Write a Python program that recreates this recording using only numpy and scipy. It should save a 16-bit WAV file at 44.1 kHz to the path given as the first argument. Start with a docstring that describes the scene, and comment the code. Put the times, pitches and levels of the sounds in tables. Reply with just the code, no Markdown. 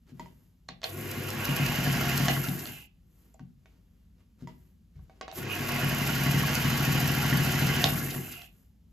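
"""An old electric sewing machine sews two short seams on a table in a small room, heard at two close ports.
A hand bumps the machine and the presser foot pings; the foot switch clicks and the motor creeps, then spins up.
At about 13 stitches a second, thread ticks and needle thumps recur with the shaft under a rattle of linkage, a hum
of frame and table and a whirr of brushes; the switch opens and the machine coasts to rest. A hand then works the
presser-foot lever and turns the cloth; a second seam and last strokes of cloth follow. Impacts ring damped modes."""
import sys
import numpy as np
from scipy import signal
from scipy.fft import rfft, irfft, next_fast_len
from scipy.io import wavfile
from scipy.ndimage import uniform_filter1d

SR = 44100
rng = np.random.default_rng(int(sys.argv[2]) if len(sys.argv) > 2 else 0)


def int16_out(signal):
    """Quantize to a 16-bit WAV file."""
    q = np.round(np.clip(np.atleast_2d(signal).T, -1, 1) * 32767)
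    wavfile.write(sys.argv[1], SR, q.astype(np.int16))


N = 393372
TIME = np.arange(N) / SR
START_S = .1  # time constant with which the motor reaches creep speed

# one row a seam: (switch on [s], pedal pressed down [s], switch off [s], standstill [s],
# creep rate [stitches/s], top rate [stitches/s], spin-up [s], shaft angle at rest [turns], rattle build-up [s])
SEAMS = [(.83, 1.3576, 2.283, 2.88, 5.807, 12.795, .2787, .556, .26),
         (5.32, 5.605, 7.842, 8.5, 7.312, 13.521, .3604, .611, .08)]
# modes of table and bed under a blow: (frequency [Hz], relative level [dB], t60 [s])
TABLE = [(55.6, -21, 0.1), (70.6, -16, 0.14), (98, -31.5, 0.11), (133.6, -8, 0.32), (141.4, -1, 0.43),
         (178.6, -2, 0.22), (242.5, -7.5, 0.22), (235.6, -6, 0.56), (253.5, -12, 0.42),
         (364.3, -18.5, 0.73)]
# spectrum of rattling metal: (frequency [Hz], relative level [dB])
RATTLE = [(250, -17), (420, -0.5), (520, -3.5), (760, 2.5), (950, 0.5), (1080, 3), (1250, -2), (1450, 6),
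          (1800, 2), (2030, 3), (2350, -0.5), (3000, -3), (3400, -5.5), (6800, -6), (10000, -27),
          (16000, -49)]
# spectrum of sliding parts and fizzing cloth: (frequency [Hz], relative level [dB])
HISS = [(1500, -17.5), (4000, -16.5), (7000, 0.5), (9500, 0), (12500, 7.5), (14000, 2.5), (15700, -9)]
# spectrum of thread snaps: (frequency [Hz], relative level [dB])
TICK = [(2000, -11), (4500, 1), (7000, 0), (10000, -0.5), (12000, 2.5), (13500, 8.5), (15500, -13.5)]
# spectrum of rubbing: (frequency [Hz], relative level [dB])
RUB = [(300, 16), (700, 0.5), (1500, 0), (3500, -6.5), (7000, -8.5), (11000, -14.5)]


def gain_of(db):
    """Decibels to amplitude."""
    return 10 ** (np.asarray(db) / 20)


def evened(x):
    """Scales to an rms of 1."""
    return x / np.sqrt(np.mean(x ** 2) + 1e-20)


def read(points, hz):
    """Interpolates a table on a log-frequency axis."""
    f, value = np.transpose(points)
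    return np.interp(np.log(hz + 1), np.log(f + 1), value)


def add(mix, s, sound):
    """Superposes a sound on a mix at a time in seconds."""
    part = mix[max(round(s * SR), 0):][:len(sound)]
    part += sound[:len(part)]


def colour(x, spectrum, size=4096):
    """Minimum-phase filter of unit energy: the Hilbert transform of the log gain gives the phase."""
    log_gain = np.log(gain_of(read(spectrum, abs(np.fft.fftfreq(size, 1 / SR)))))
    response = np.exp(np.conj(signal.hilbert(log_gain)))
    taps = np.fft.ifft(response).real[:size // 2]
    return signal.oaconvolve(x, taps / np.linalg.norm(taps))[:len(x)]


def ring(modes, contact_s):
    """Modal decay after a blow, peak 1; a long, soft contact swells slowly and leaves the high modes out."""
    t = np.arange(SR // 2) / SR
    sound = np.zeros(len(t))
    for hz, db, t60 in modes:
        decay = gain_of(db + rng.standard_normal() - 60 * t / t60)  # each blow varies the mode levels
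        sound += decay * np.sin(2 * np.pi * hz * t) / (1 + (hz * contact_s) ** 5)
    sound *= 1 - np.exp(-t / contact_s)
    return sound / abs(sound).max()


def burst(decay_s):
    """Noise under an exponential decay: a puff of micro-impacts."""
    t = np.arange(SR // 8) / SR
    return rng.standard_normal(len(t)) * np.exp(-t / decay_s)


def grains(per_s, spread_db):
    """Shot noise: random impacts of uneven size, rms 1."""
    hit, size = rng.random(N) < per_s / SR, rng.standard_normal(N)
    sign = np.sign(rng.standard_normal(N))
    return evened(hit * sign * gain_of(spread_db * np.clip(size, -2, 2)))


def wobble(size):
    """Low-passed noise, rms 1, smoothed twice over the given number of samples."""
    return evened(uniform_filter1d(uniform_filter1d(rng.standard_normal(N), size), size))


def swell(s, length_s):
    """Gaussian rise and fall around a time, peak 1."""
    return np.exp(-(2 * (TIME - s) / length_s) ** 2)


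def shaft():
    """Integrates the stitch rate to shaft turns; also gives speed (1 = full), coasting and rattle build-up (0-1)."""
    full_speed = 13  # stitches/s at which the levels of speed-driven parts are given
    coast_power = 1.3  # friction bends the run-down by this power
    speed, turns, coasting, built = np.zeros((4, N))
    for on, pedal, off, stop, creep, top, spin_up_s, angle, build_s in SEAMS:
        powered = np.clip(TIME, on, off)
        rate = creep * (1 - np.exp((on - powered) / START_S))
        rate += (top - creep) * (1 - np.exp(np.minimum(pedal - powered, 0) / spin_up_s))
        rate *= np.clip((stop - TIME) / (stop - off), 0, 1) ** coast_power
        since = TIME >= on
        speed += rate / full_speed
        turns[since] = (np.ceil(turns[-1]) + angle + np.cumsum(rate) / SR)[since]
        coasting[since] = TIME[since] > off
        built[since] = 1 - np.exp((on - TIME[since]) / build_s)
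    return speed, turns, uniform_filter1d(coasting, size=1300), built


def passes(turns, speed, angle):
    """Phase crossings: sample numbers at which the turning shaft passes an angle in turns."""
    return np.flatnonzero((np.diff(np.floor(turns - angle)) > 0) & (speed[:-1] > 0))


def driven(speed, coasting, db, power, coast_db):
    """Power law: a part gets louder with speed, and changes level when the drive lets go."""
    return gain_of(db + coast_db * coasting) * speed ** power


def knocking(turns, loose, count=70):
    """Periodic impacts of cams and rods at fixed shaft angles; play in the joints adds loose, random knocks."""
    angles, sizes = rng.random(count), rng.standard_normal(count)
    at = (np.arange(int(turns[-1]))[:, None] + angles).ravel()
    samples = np.minimum(np.searchsorted(turns, at), N - 1)
    knocks = np.zeros(N)
    np.add.at(knocks, samples, np.resize(sizes, len(at)) * rng.uniform(.5, 1.5, len(at)))
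    knocks /= np.sqrt(uniform_filter1d(knocks ** 2, SR // 4).clip(1e-5))  # even out the running rms
    return np.sqrt(1 - loose) * knocks + np.sqrt(loose) * grains(per_s=3000, spread_db=0.5)


def linkage(speed, turns, coasting, built, throb_db=0.53):
    """Source and filter: knocks of the linkage rattle the casting and rumble in the frame."""
    # spectrum of the frame: (frequency [Hz], relative level [dB])
    rumble_spectrum = [(25, -45.5), (45, -28.5), (80, -15.5), (101, 2), (116, -12), (141, 8.5),
                       (165, -15.5), (205, -2.5), (240, -5), (290, -4.5), (420, -23.5), (700, -34),
                       (3000, -59)]
    force = built * driven(speed, coasting, db=-36.5, power=1.0, coast_db=-6.0)
    throb = gain_of(throb_db * np.cos(2 * np.pi * turns))
    rattle = colour(knocking(turns, loose=0.72) * force * throb, RATTLE)
    frame_force = driven(speed, coasting, db=-42.5, power=0.94, coast_db=2.5)
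    return rattle + colour(knocking(turns, loose=0.37) * frame_force, rumble_spectrum)


def play(speed, turns, coasting, built, throb_db=4, angle=0.54):
    """Shaft-modulated shot noise: loose joints clack and thread fibres crackle, mostly in one part of a stitch."""
    throb = built * gain_of(throb_db * np.cos(2 * np.pi * (turns - angle)))
    clacks = grains(per_s=220, spread_db=5) * driven(speed, coasting, db=-47.0, power=2.4, coast_db=1.5)
    crackle = grains(per_s=150, spread_db=3.0) * driven(speed, coasting, db=-51, power=2.5, coast_db=-7.0)
    return colour(clacks * throb, RATTLE) + colour(crackle * throb, TICK)


def clatter(speed, turns, coasting, built, swing_db=4, detune=.06, count=4):
    """Impact excitation: loose parts ring at random, favouring an own shaft angle; contact point shifts pitch."""
    # one mode a loose part: (frequency [Hz], relative level [dB], t60 [s])
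    parts = [(685, -3, 0.039), (788, -5, 0.054), (1077, -4.5, 0.036), (1413, -1, 0.053), (1635, -2, 0.028),
             (1745, -5.5, .018), (2018, -2, .035), (2150, -3, 0.012), (2617, -1.5, 0.037),
             (2876, -4.5, .025)]
    force = built * driven(speed, coasting, db=-47, power=1.0, coast_db=-2.5)
    out = np.zeros(N)
    t = np.arange(SR // 20) / SR
    shifts = 1 + detune * np.linspace(-1, 1, count)[:, None]
    for hz, db, t60 in parts:
        impacts = force * grains(per_s=45, spread_db=2.5)
        hits = impacts * gain_of(db + swing_db * np.cos(2 * np.pi * (turns - rng.random())))
        modes = gain_of(-60 * t / t60) * np.sin(2 * np.pi * hz * shifts * t)
        modes /= np.linalg.norm(modes[0])
        contact = rng.integers(0, count, N)
        for at in np.flatnonzero(hits):
            add(out, TIME[at], hits[at] * modes[contact[at]])
    return out


def needle(speed, turns, thump_db=-30.5, power=1.8, spread_db=3.5, early_s=0.00098):
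    """Modal impact: once a turn the needle bar reverses and thumps the table, harder at speed."""
    # the needle punches a thick fold and sets the level of the nearest thump: (time [s], level [dB])
    punches = [(1.18, -37), (1.49, -24), (1.6, -21.5), (1.87, -20.5), (2.2, -22), (2.49, -26), (5.83, -23),
               (6.26, -20.5), (6.34, -20.5), (6.65, -21.5), (6.88, -21.5), (7.33, -18), (7.4, -24),
               (7.62, -22), (7.92, -25), (8.15, -30.5)]
    at = passes(turns, speed, angle=0)
    blows = gain_of(thump_db + spread_db * rng.standard_normal(len(at))) * speed[at] ** power
    for s, db in punches:
        blows[np.argmin(abs(TIME[at] - s))] = gain_of(db)
    out = np.zeros(N)
    for s, blow in zip(TIME[at], blows):
        add(out, s - early_s, blow * ring(TABLE, contact_s=0.0025))
    return out


def thread(speed, turns, angle, tick_db, spread_db, tick_s, power=0.66):
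    """Phase-locked noise bursts: the thread snaps once a turn at a shaft angle in turns."""
    at, out = passes(turns, speed, angle), np.zeros(N)
    sizes = gain_of(tick_db + spread_db * rng.standard_normal(len(at))) * speed[at] ** power
    t = np.arange(-SR // 40, SR // 40) / SR
    envelope = np.exp(-abs(t) / tick_s)  # rises and falls alike
    for s, size in zip(TIME[at], sizes):
        add(out, s + t[0], size * rng.laplace(0, .5, len(t)) * envelope)
    return colour(out, TICK)


def bright_ticks():
    """Filtered transients: brief bright snaps of the thread."""
    # the loudest thread ticks: (time [s], level [dB])
    loud_ticks = [(1.115, -31), (1.304, -26), (1.453, -22), (1.565, -26), (1.664, -23), (2.178, -22),
                  (6.553, -21)]
    out = np.zeros(N)
    for s, db in loud_ticks:
        add(out, s, gain_of(db) * burst(decay_s=.0016))
    return colour(out, TICK)


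def hum(speed, turns, coasting, scatter=1.01, count=160):
    """Forced vibration: harmonics of the stitch rate glide through the resonances of the frame."""
    # frame and table as the shaft shakes them: (frequency [Hz], relative level [dB])
    frame_response = [(25, -30), (54, -9.5), (68, -28.5), (105, -23), (122, -5), (136, 5.5), (149, 1.5),
                      (161, -11.5), (176, -11.5), (190, -10), (203, -1), (216, -15.5), (231, 2), (243, 2),
                      (257, -14), (270, -8), (290, -19.5), (332, -19.5), (351, -10), (375, -23.5),
                      (600, -27), (1200, -62.5)]
    harmonics = np.exp(1j * scatter * rng.standard_normal(count))  # equal strengths, scattered phases
    push = evened(irfft(np.append(0, harmonics), 4096))
    force = np.interp(turns, np.arange(len(push)) / len(push), push, period=1)
    force *= driven(speed, coasting, db=-43.0, power=1.96, coast_db=-3.0)
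    return colour(force, frame_response, size=16384)


def unbalance(speed, turns):
    """Rotating unbalance: motor and pulleys shake the frame with the square of the speed."""
    # motor and belt vibration: (cycles per stitch, rms level at full speed [dB])
    orders = [(5.551, -44), (27.75, -53.5), (33.1, -57.5), (42, -61), (55.5, -63)]
    shake = np.zeros(N)
    for k, db in orders:
        shake += gain_of(db) * np.sqrt(2) * np.sin(2 * np.pi * (k * turns + rng.random()))
    return speed ** 2 * shake


def motor(speed, coasting, built, flutter_db=2.07, chatter_db=-53, chatter_speed=0.15):
    """Friction noise: brushes whirr, higher at speed, and chatter near rest; belt and bearings hiss."""
    # brushes on the commutator: (frequency [Hz], relative level [dB])
    whirr_spectrum = [(1500, -41.5), (2300, -13), (2460, 0), (2590, 1.5), (2760, -7), (2860, 1),
                      (2960, -6.5), (3300, -16.5), (6000, -35)]
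    # the whirr reaches higher near full speed: (frequency [Hz], relative level [dB])
    fast_spectrum = [(2500, -33.5), (2780, -24.5), (2860, -3), (2940, -4), (3030, -0.5), (3140, -5.5),
                     (3330, -17.5), (6000, -39.5)]
    # chattering brushes ring the motor case near standstill: (frequency [Hz], relative level [dB])
    chatter_spectrum = [(1250, -46), (1420, -20), (1560, -33), (1930, -28), (2040, -4), (2160, -13),
                        (2480, -6), (2620, 2), (2730, -8), (2850, -2), (3050, -8.5), (3350, -14),
                        (6000, -23)]
    # the motor case buzzes on the way up to speed: (middle [s], length [s], level before halving [dB])
    buzzes = [(1.447, 0.091, -38), (1.64, 0.12, -37.5), (5.526, 0.058, -34.5), (5.776, 0.19, -43)]
    # the hiss flares or dips briefly as a seam starts: (middle [s], length [s], change [dB])
    hiss_swings = [(0.855, 0.044, 7), (5.466, 0.05, -16)]
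    buzz = sum(gain_of(db) * swell(s, length_s) for s, length_s, db in buzzes) / 2
    brushes = built * driven(speed, coasting, db=-47.5, power=0.41, coast_db=-12.5) + buzz
    whirr = colour(grains(per_s=1400, spread_db=4.5) * brushes, whirr_spectrum)
    fast = driven(speed, coasting, db=-48.5, power=3.0, coast_db=-2.5)
    whirr += colour(grains(per_s=1300, spread_db=0.5) * fast, fast_spectrum)
    slow = speed / chatter_speed
    near_rest = coasting * slow * np.exp((1 - slow ** 2) / 2)  # strongest at chatter_speed
    chatter = colour(grains(per_s=910, spread_db=1.0) * gain_of(chatter_db) * near_rest, chatter_spectrum)
    swing_db = sum(db * swell(s, length_s) for s, length_s, db in hiss_swings)
    sliding = driven(speed, coasting, db=-41.5, power=0.71, coast_db=3.5)
    sliding *= gain_of(flutter_db * wobble(size=160) + swing_db)
    return whirr + chatter + colour(grains(per_s=6200, spread_db=2.5) * sliding, HISS)


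def growl(speed, turns, coasting, db=-45.0, slow_db=5, coast_db=-2, knee_speed=.27, rough_db=-8):
    """Source and filter: armature harmonics glide through the housing's resonance, favoured at low speed."""
    # resonance of the housing: (frequency [Hz], relative level [dB])
    housing = [(150, -26), (240, -9.5), (305, -11.5), (345, 6.5), (375, -2), (410, -7), (450, -10.5),
               (520, -14), (900, -28.5), (3000, -60)]
    per_stitch = 5.551  # armature turns per stitch
    harmonics = sum(np.cos(2 * np.pi * (k * per_stitch * turns + rng.random())) for k in range(3, 18))
    tones = evened(colour(harmonics * (speed > 0), housing))
    drive = tones / 2 + gain_of(rough_db) * colour(knocking(turns, loose=0.8), housing)
    level = gain_of(db + slow_db * (1 - speed) + coast_db * coasting)
    return drive * level * speed ** 2 / (speed ** 2 + knee_speed ** 2)


def strain(turns, creep_db=-7, gears_db=-43, bite_s=.04, ease_s=0.38):
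    """Load-dependent excitation: the pulling motor hums and gears grind; both fade as it reaches its speed."""
    # magnetic hum of the loaded motor: (frequency [Hz], rms level under full load [dB])
    mains_hum = [(100, -49), (200, -58), (300, -59.5), (400, -57.5), (500, -57.5)]
    # gears pressed together while the motor pulls: (frequency [Hz], relative level [dB])
    gear_spectrum = [(350, -25.5), (560, -5.5), (680, 0.5), (770, -4.5), (900, -6), (1100, 4), (1250, -8),
                     (1430, -0.5), (1800, -7.5), (2600, -1.5), (3200, -14), (7000, -33)]
    load, pull = np.zeros((2, N))
    for on, pedal, off, *_ in SEAMS:
        since = np.maximum(TIME - pedal, 0)
        onset = 1 - np.exp(-np.maximum(TIME - on, 0) / START_S)
        slip = onset * np.exp(-(since / ease_s) ** 2) * (TIME < off)
        load += slip
        pull += slip * (gain_of(creep_db) + 1 - np.exp(-since / bite_s))
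    drift = 0.66 * wobble(size=2500)  # phase of the lowest tone [rad]
    mains = np.zeros(N)
    for hz, db in mains_hum:
        phase = 2 * np.pi * hz * TIME + drift * hz / mains_hum[0][0]
        mains += gain_of(db) * np.sqrt(2) * np.sin(phase)
    grind = knocking(turns, loose=0.85) * pull * gain_of(gears_db)
    return load * mains + colour(grind, gear_spectrum)


def clicks(chatter_db=-12, clatter_db=-3):
    """Impulsive excitation: snaps with a brief chatter, their share sent to the room, and the ringing casting."""
    # switch and metal parts snap: (time [s], crack level [dB], knock on the casting [dB], crack to room [dB])
    snap_events = [(0.6845, -41, -62, 0), (0.6872, -24, -50, -2), (0.817, -34, -51, 2),
                   (0.832, -26, -36, 8), (0.841, -21, -34, -3), (2.2826, -11.5, -20.5, -18),
                   (2.4865, -19, -53, -18), (2.6559, -23, -50, -2), (2.6734, -25, -49, -5),
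                   (5.2119, -29, -40, -7), (5.2795, -36, -44, -6), (5.3144, -29, -51, -6),
                   (7.8413, -0.5, -22, -8), (7.869, -16, -30, -9), (8.1116, -28, -47, -4),
                   (8.4184, -33, -53, -1)]
    # modes of the iron casting: (frequency [Hz], relative level [dB], t60 [s])
    casting = [(680, -12, 0.044), (675, 5.5, 0.086), (705.4, 4.5, 0.034), (750, -0.5, 0.069),
               (1027, -4, 0.066), (1100, 0, 0.073), (1420, -11, 0.03), (1770, -21.5, 0.03),
               (1920, 2.5, 0.059), (2900, -5, 0.053), (2680, -19.5, .04)]
    # spectrum of a snap: (frequency [Hz], relative level [dB])
    crack_spectrum = [(200, -15), (700, -8.5), (1100, -6), (2500, -8.5), (3500, 2), (4300, 1), (5500, -5),
                      (8000, -14.5), (12000, -31), (16000, -28.5)]
    snaps, sent, knocks, loose_metal = np.zeros((4, N))
    for s, snap_db, body_db, room_db in snap_events:
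        snap = gain_of(chatter_db) * burst(decay_s=0.0015)
        add(snap, .0008, np.ones(1))
        add(snaps, s, gain_of(snap_db) * snap)
        add(sent, s, gain_of(snap_db + room_db) * snap)
        add(knocks, s, gain_of(body_db) * ring(casting, contact_s=0.00022))
        add(loose_metal, s, gain_of(body_db + clatter_db) * burst(decay_s=0.0066))
    body = knocks + colour(loose_metal, RATTLE)
    return colour(snaps, crack_spectrum), colour(sent, crack_spectrum), body


def foot_switch():
    """Free vibration: the spring of the foot switch pings as the contact closes and opens."""
    # the switch closes and opens: (time [s], peak level [dB])
    switchings = [(0.6887, -33), (0.8414, -18.5), (2.2828, -19.5), (7.842, -17)]
    # modes of its spring: (frequency [Hz], relative level [dB], t60 [s])
    switch_spring = [(4230, 7.5, 0.02), (4500, -3.5, 0.0052), (3600, -8.5, 0.012), (5160, -8, 0.0086)]
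    out = np.zeros(N)
    for s, db in switchings:
        add(out, s, gain_of(db) * ring(switch_spring, contact_s=.0001))
    return out


def bumps_and_presser_foot(tap_db=-15):
    """Contact time shapes modal impact: hand, lever and foot pedal thump, and the sprung presser foot lands."""
    # hand and lever bump the machine; at 0.693 s the low thump of the foot pedal:
    # (time [s], peak level [dB], contact time [s])
    bumps = [(0.121, -40.5, 0.0022), (0.199, -43.5, 0.0014), (0.693, -43, 0.0012), (3.402, -39.5, 0.00326),
             (4.423, -34, 0.0012), (4.954, -38, 0.015), (4.986, -41.5, 0.02)]
    # the presser foot lands on the plate and its spring rings: (time [s], peak level [dB])
    pings = [(0.1961, -31.5), (0.259, -44), (4.4732, -36.5)]
    # modes of the presser-foot spring: (frequency [Hz], relative level [dB], t60 [s])
    foot_spring = [(638, -11.5, 0.1), (980, -17, 0.068), (951, 1, 0.073), (1987, -4, 0.027),
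                   (3150, -5, 0.0071), (4950, -11, 0.014), (7000, -6, 0.02)]
    out, taps = np.zeros((2, N))
    for s, db, contact_s in bumps:
        add(out, s, gain_of(db) * ring(TABLE, contact_s))
    for s, db in pings:
        add(out, s, gain_of(db) * ring(foot_spring, contact_s=0.00013))
        add(taps, s, gain_of(db + tap_db) * burst(decay_s=0.028))
    return out + colour(taps, RUB)


def lever_and_pedal(scrape_s=.02, touch_db=9, touch_s=.0022):
    """Selective modal excitation: where a part is struck decides which modes ring; a short scrape follows."""
    # lever and small parts are tapped; at 0.689 and 5.212 s the foot pedal clicks dully:
    # (time [s], peak level [dB], middle of the excited modes [Hz], their spread [octaves],
    # scrape reference level [dB])
    tap_events = [(0.6888, -37, 1150, 0.29, -48), (3.342, -51, 7160, .15, -75), (3.345, -51, 640, .2, -81),
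                  (3.3947, -43.5, 1200, 0.44, -63), (3.658, -51, 2400, 1.1, -65),
                  (4.957, -67, 2200, .24, -83), (4.993, -55, 1140, .45, -85), (5.097, -45, 1160, 1.2, -69),
                  (5.2118, -26.5, 1330, 0.45, -52), (5.2803, -30, 910, 0.5, -53),
                  (5.326, -37, 657, 0.21, -57)]
    # modes of the struck parts: (frequency [Hz], relative level [dB], t60 [s])
    part_modes = [(667, 9, .1), (757, 8, 0.062), (940, 0, 0.038), (1110, 4.5, 0.027), (1510, 0.5, .03),
                  (1860, -2.5, 0.028), (2226, 2, .045), (2920, -12, .025), (3600, 0, .025),
                  (7030, -10, .02), (7700, -6, .015)]
    out, scrapes = np.zeros((2, N))
    for s, db, middle_hz, octaves, scrape_db in tap_events:
        modes = []
        for hz, mode_db, t60 in part_modes:
            distance = np.log2(hz / middle_hz) / octaves
            modes.append((hz, mode_db - 10 * distance ** 2 / 2, t60))
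        add(out, s, gain_of(db) * ring(modes, contact_s=.0001))
        scrape = burst(scrape_s) / 2 + gain_of(touch_db) * burst(touch_s)
        add(scrapes, s, gain_of(scrape_db) * scrape)
    return out + colour(scrapes, RATTLE)


def cloth_and_spark():
    """Stick-slip friction: fibres catch and slip as cloth is turned; like noise serves a switch-on spark."""
    # strokes of hand and cloth, and at 5.382 s a short burst of hiss as the motor switches on:
    # (middle [s], rub level [dB], fizz level [dB], length [s])
    strokes = [(0.094, -59, -85, 0.049), (0.212, -63, -76, 0.16), (0.375, -71.5, -74.5, 0.29),
               (3.224, -69.5, -72, 0.26), (3.718, -71, -84.5, 0.19), (3.967, -77.5, -87, 0.29),
               (4.205, -69, -95, 0.067), (4.42, -59, -90, 0.061), (4.538, -74, -80, 0.16),
               (4.648, -75, -76.5, 0.18), (4.97, -69, -92, 0.063), (5.032, -77, -76, 0.043),
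               (5.177, -67.5, -102, 0.28), (5.382, -36.5, -42, 0.029), (8.559, -71.5, -71, 0.24),
               (8.91, -82, -85, .08)]
    rub, fizz = np.zeros((2, N))
    for s, rub_db, fizz_db, length_s in strokes:
        envelope = swell(s, length_s)
        rub += gain_of(rub_db) * envelope
        fizz += gain_of(fizz_db) * envelope
    rubbing = colour(grains(per_s=6000, spread_db=7.5) * rub, RUB)
    return rubbing + colour(grains(per_s=3600, spread_db=4.0) * fizz, HISS)


def background(drone_hz=54, drone_db=-61, air_db=-61.0):
    """Phase-modulated tone and filtered noise: a low wavering drone and faint air in the room."""
    # spectrum of the air: (frequency [Hz], relative level [dB])
    air_spectrum = [(20, -34.5), (38, -17.5), (54, -0.5), (75, -12), (130, -19), (200, -12), (280, -26),
                    (450, -40.5), (1000, -46), (4000, -50), (15000, -49.5)]
    phase = 2 * np.pi * drone_hz * TIME + 0.67 * wobble(size=5000)
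    drone = gain_of(drone_db) * np.sqrt(2) * np.sin(phase)
    return drone + gain_of(air_db) * colour(rng.standard_normal(N), air_spectrum)


def nearby(x, above_hz=350, below_hz=6500, last_s=.012, count=9):
    """Early reflections: bed, arm and table return the shorter waves at once, differently to each port."""
    taps = np.zeros((2, SR // 20))
    for port in taps:
        delays = (rng.uniform(.1, 1, count) * last_s * SR).astype(int)
        port[delays] = rng.choice([-1, 1], count) / np.sqrt(count)
    band = signal.butter(2, [above_hz, below_hz], "bandpass", fs=SR, output="sos")
    return signal.oaconvolve(signal.sosfilt(band, x)[None], taps, axes=1)[:, :N]


def room(x, shared_hz=230):
    """Diffuse reverberation: each band dies at its own rate; long waves reach both ports alike."""
    # reverberation time: (frequency [Hz], t60 [s])
    decay_times = [(150, 0.34), (530, 0.27), (1400, 0.26), (3700, 0.24), (10000, 0.075)]
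    # strength of the reverberation: (frequency [Hz], relative level [dB])
    echo_spectrum = [(150, 1), (260, 3), (500, 5.5), (1400, -5), (2800, 4.5), (5500, 0), (8000, -16),
                     (13000, -21)]
    hz, t, z = signal.stft(rng.standard_normal((2, SR * 3 // 4)), SR, nperseg=512)
    same = 1 / (1 + (hz[:, None] / shared_hz) ** 4)  # coherence of the two ports
    z = np.array([z[0], same * z[0] + np.sqrt(1 - same ** 2) * z[1]])
    t60 = read(decay_times, hz)[:, None]
    z *= gain_of(read(echo_spectrum, hz)[:, None] - 60 * t / t60)
    z *= np.sqrt(2 * np.log(1000) / (t60 * SR))  # equal energy whatever the decay time
    tail = signal.istft(z, SR, nperseg=512)[1]
    tail *= np.clip(np.arange(tail.shape[1]) / SR / 0.0098, 0, 1) ** 2  # reflections set in gradually
    return signal.fftconvolve(x[None], tail, axes=1)[:, :N]


def ports(x):
    """Interport phase difference: direct sound reaches the two ports out of step."""
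    # lead of the left port over the right: (frequency [Hz], phase [rad])
    port_phase = [(100, 0), (700, -.4), (1800, -.2), (2700, -1.3), (3600, -.3), (5500, -1), (6500, 0),
                  (9150, 3.14), (11800, 6.28), (12600, 6.28), (15100, 9.42)]
    size = next_fast_len(N + 4096)
    lead = np.interp(np.fft.rfftfreq(size, 1 / SR), *np.transpose(port_phase))
    return irfft(rfft(x, size) * np.exp(.5j * np.array([lead, -lead])), size)[:, :N]


def balanced(pair):
    """Interport level difference: the table booms to the left, the motor whirrs to the right."""
    # the machine at the two ports: (frequency [Hz], left minus right [dB])
    balance = [(50, .5), (140, 1.5), (260, 4.5), (380, 3), (550, -1), (1500, -1.3), (2100, 1), (2800, -6.5),
               (3400, -.5), (5200, -3.5), (7000, 0), (15000, 0)]
    size = next_fast_len(N + 4096)
    tilt_db = read(balance, np.fft.rfftfreq(size, 1 / SR)) / 2
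    return irfft(rfft(pair, size) * gain_of([tilt_db, -tilt_db]), size)[:, :N]


def scene():
    """Superposition of machine, clicks and handling, direct and reflected in one room."""
    speed, turns, coasting, built = shaft()
    running = linkage(speed, turns, coasting, built)
    running += play(speed, turns, coasting, built)
    running += clatter(speed, turns, coasting, built)
    running += motor(speed, coasting, built) + growl(speed, turns, coasting) + strain(turns)
    # the thread snaps sharply off the hook, then softly as it is drawn tight
    ticks = thread(speed, turns, angle=0.53, tick_db=-38.0, spread_db=0.5, tick_s=0.0014)
    ticks += thread(speed, turns, angle=.66, tick_db=-30, spread_db=1.5, tick_s=0.0067)
    machine = running + needle(speed, turns) + ticks + bright_ticks() + cloth_and_spark()
    tones = hum(speed, turns, coasting) + unbalance(speed, turns)
    snaps, sent, knocks = clicks()
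    switch = foot_switch()
    handling = bumps_and_presser_foot() + lever_and_pedal()
    air = background()
    to_room = gain_of(-3.0) * (machine + air) + sent + gain_of(-21) * switch
    to_room += gain_of(4.5) * knocks + gain_of(-2.0) * handling
    # snaps, switch and knocks reach both ports in step
    pair = ports(machine + tones + handling) + snaps + switch + knocks
    pair += room(to_room) + gain_of(-6.5) * nearby(machine)
    return balanced(pair) + ports(air)


def record(dry):
    """Band limitation: a high-pass at 34 Hz and a steep low-pass at 15750 Hz."""
    low_cut = signal.butter(4, 34, "highpass", fs=SR, output="sos")
    band_limit = signal.firwin(511, 15750, window=("kaiser", 9), fs=SR)
    return signal.oaconvolve(signal.sosfilt(low_cut, dry), band_limit[None], "same")


dry = scene()
out = record(dry)
int16_out(out)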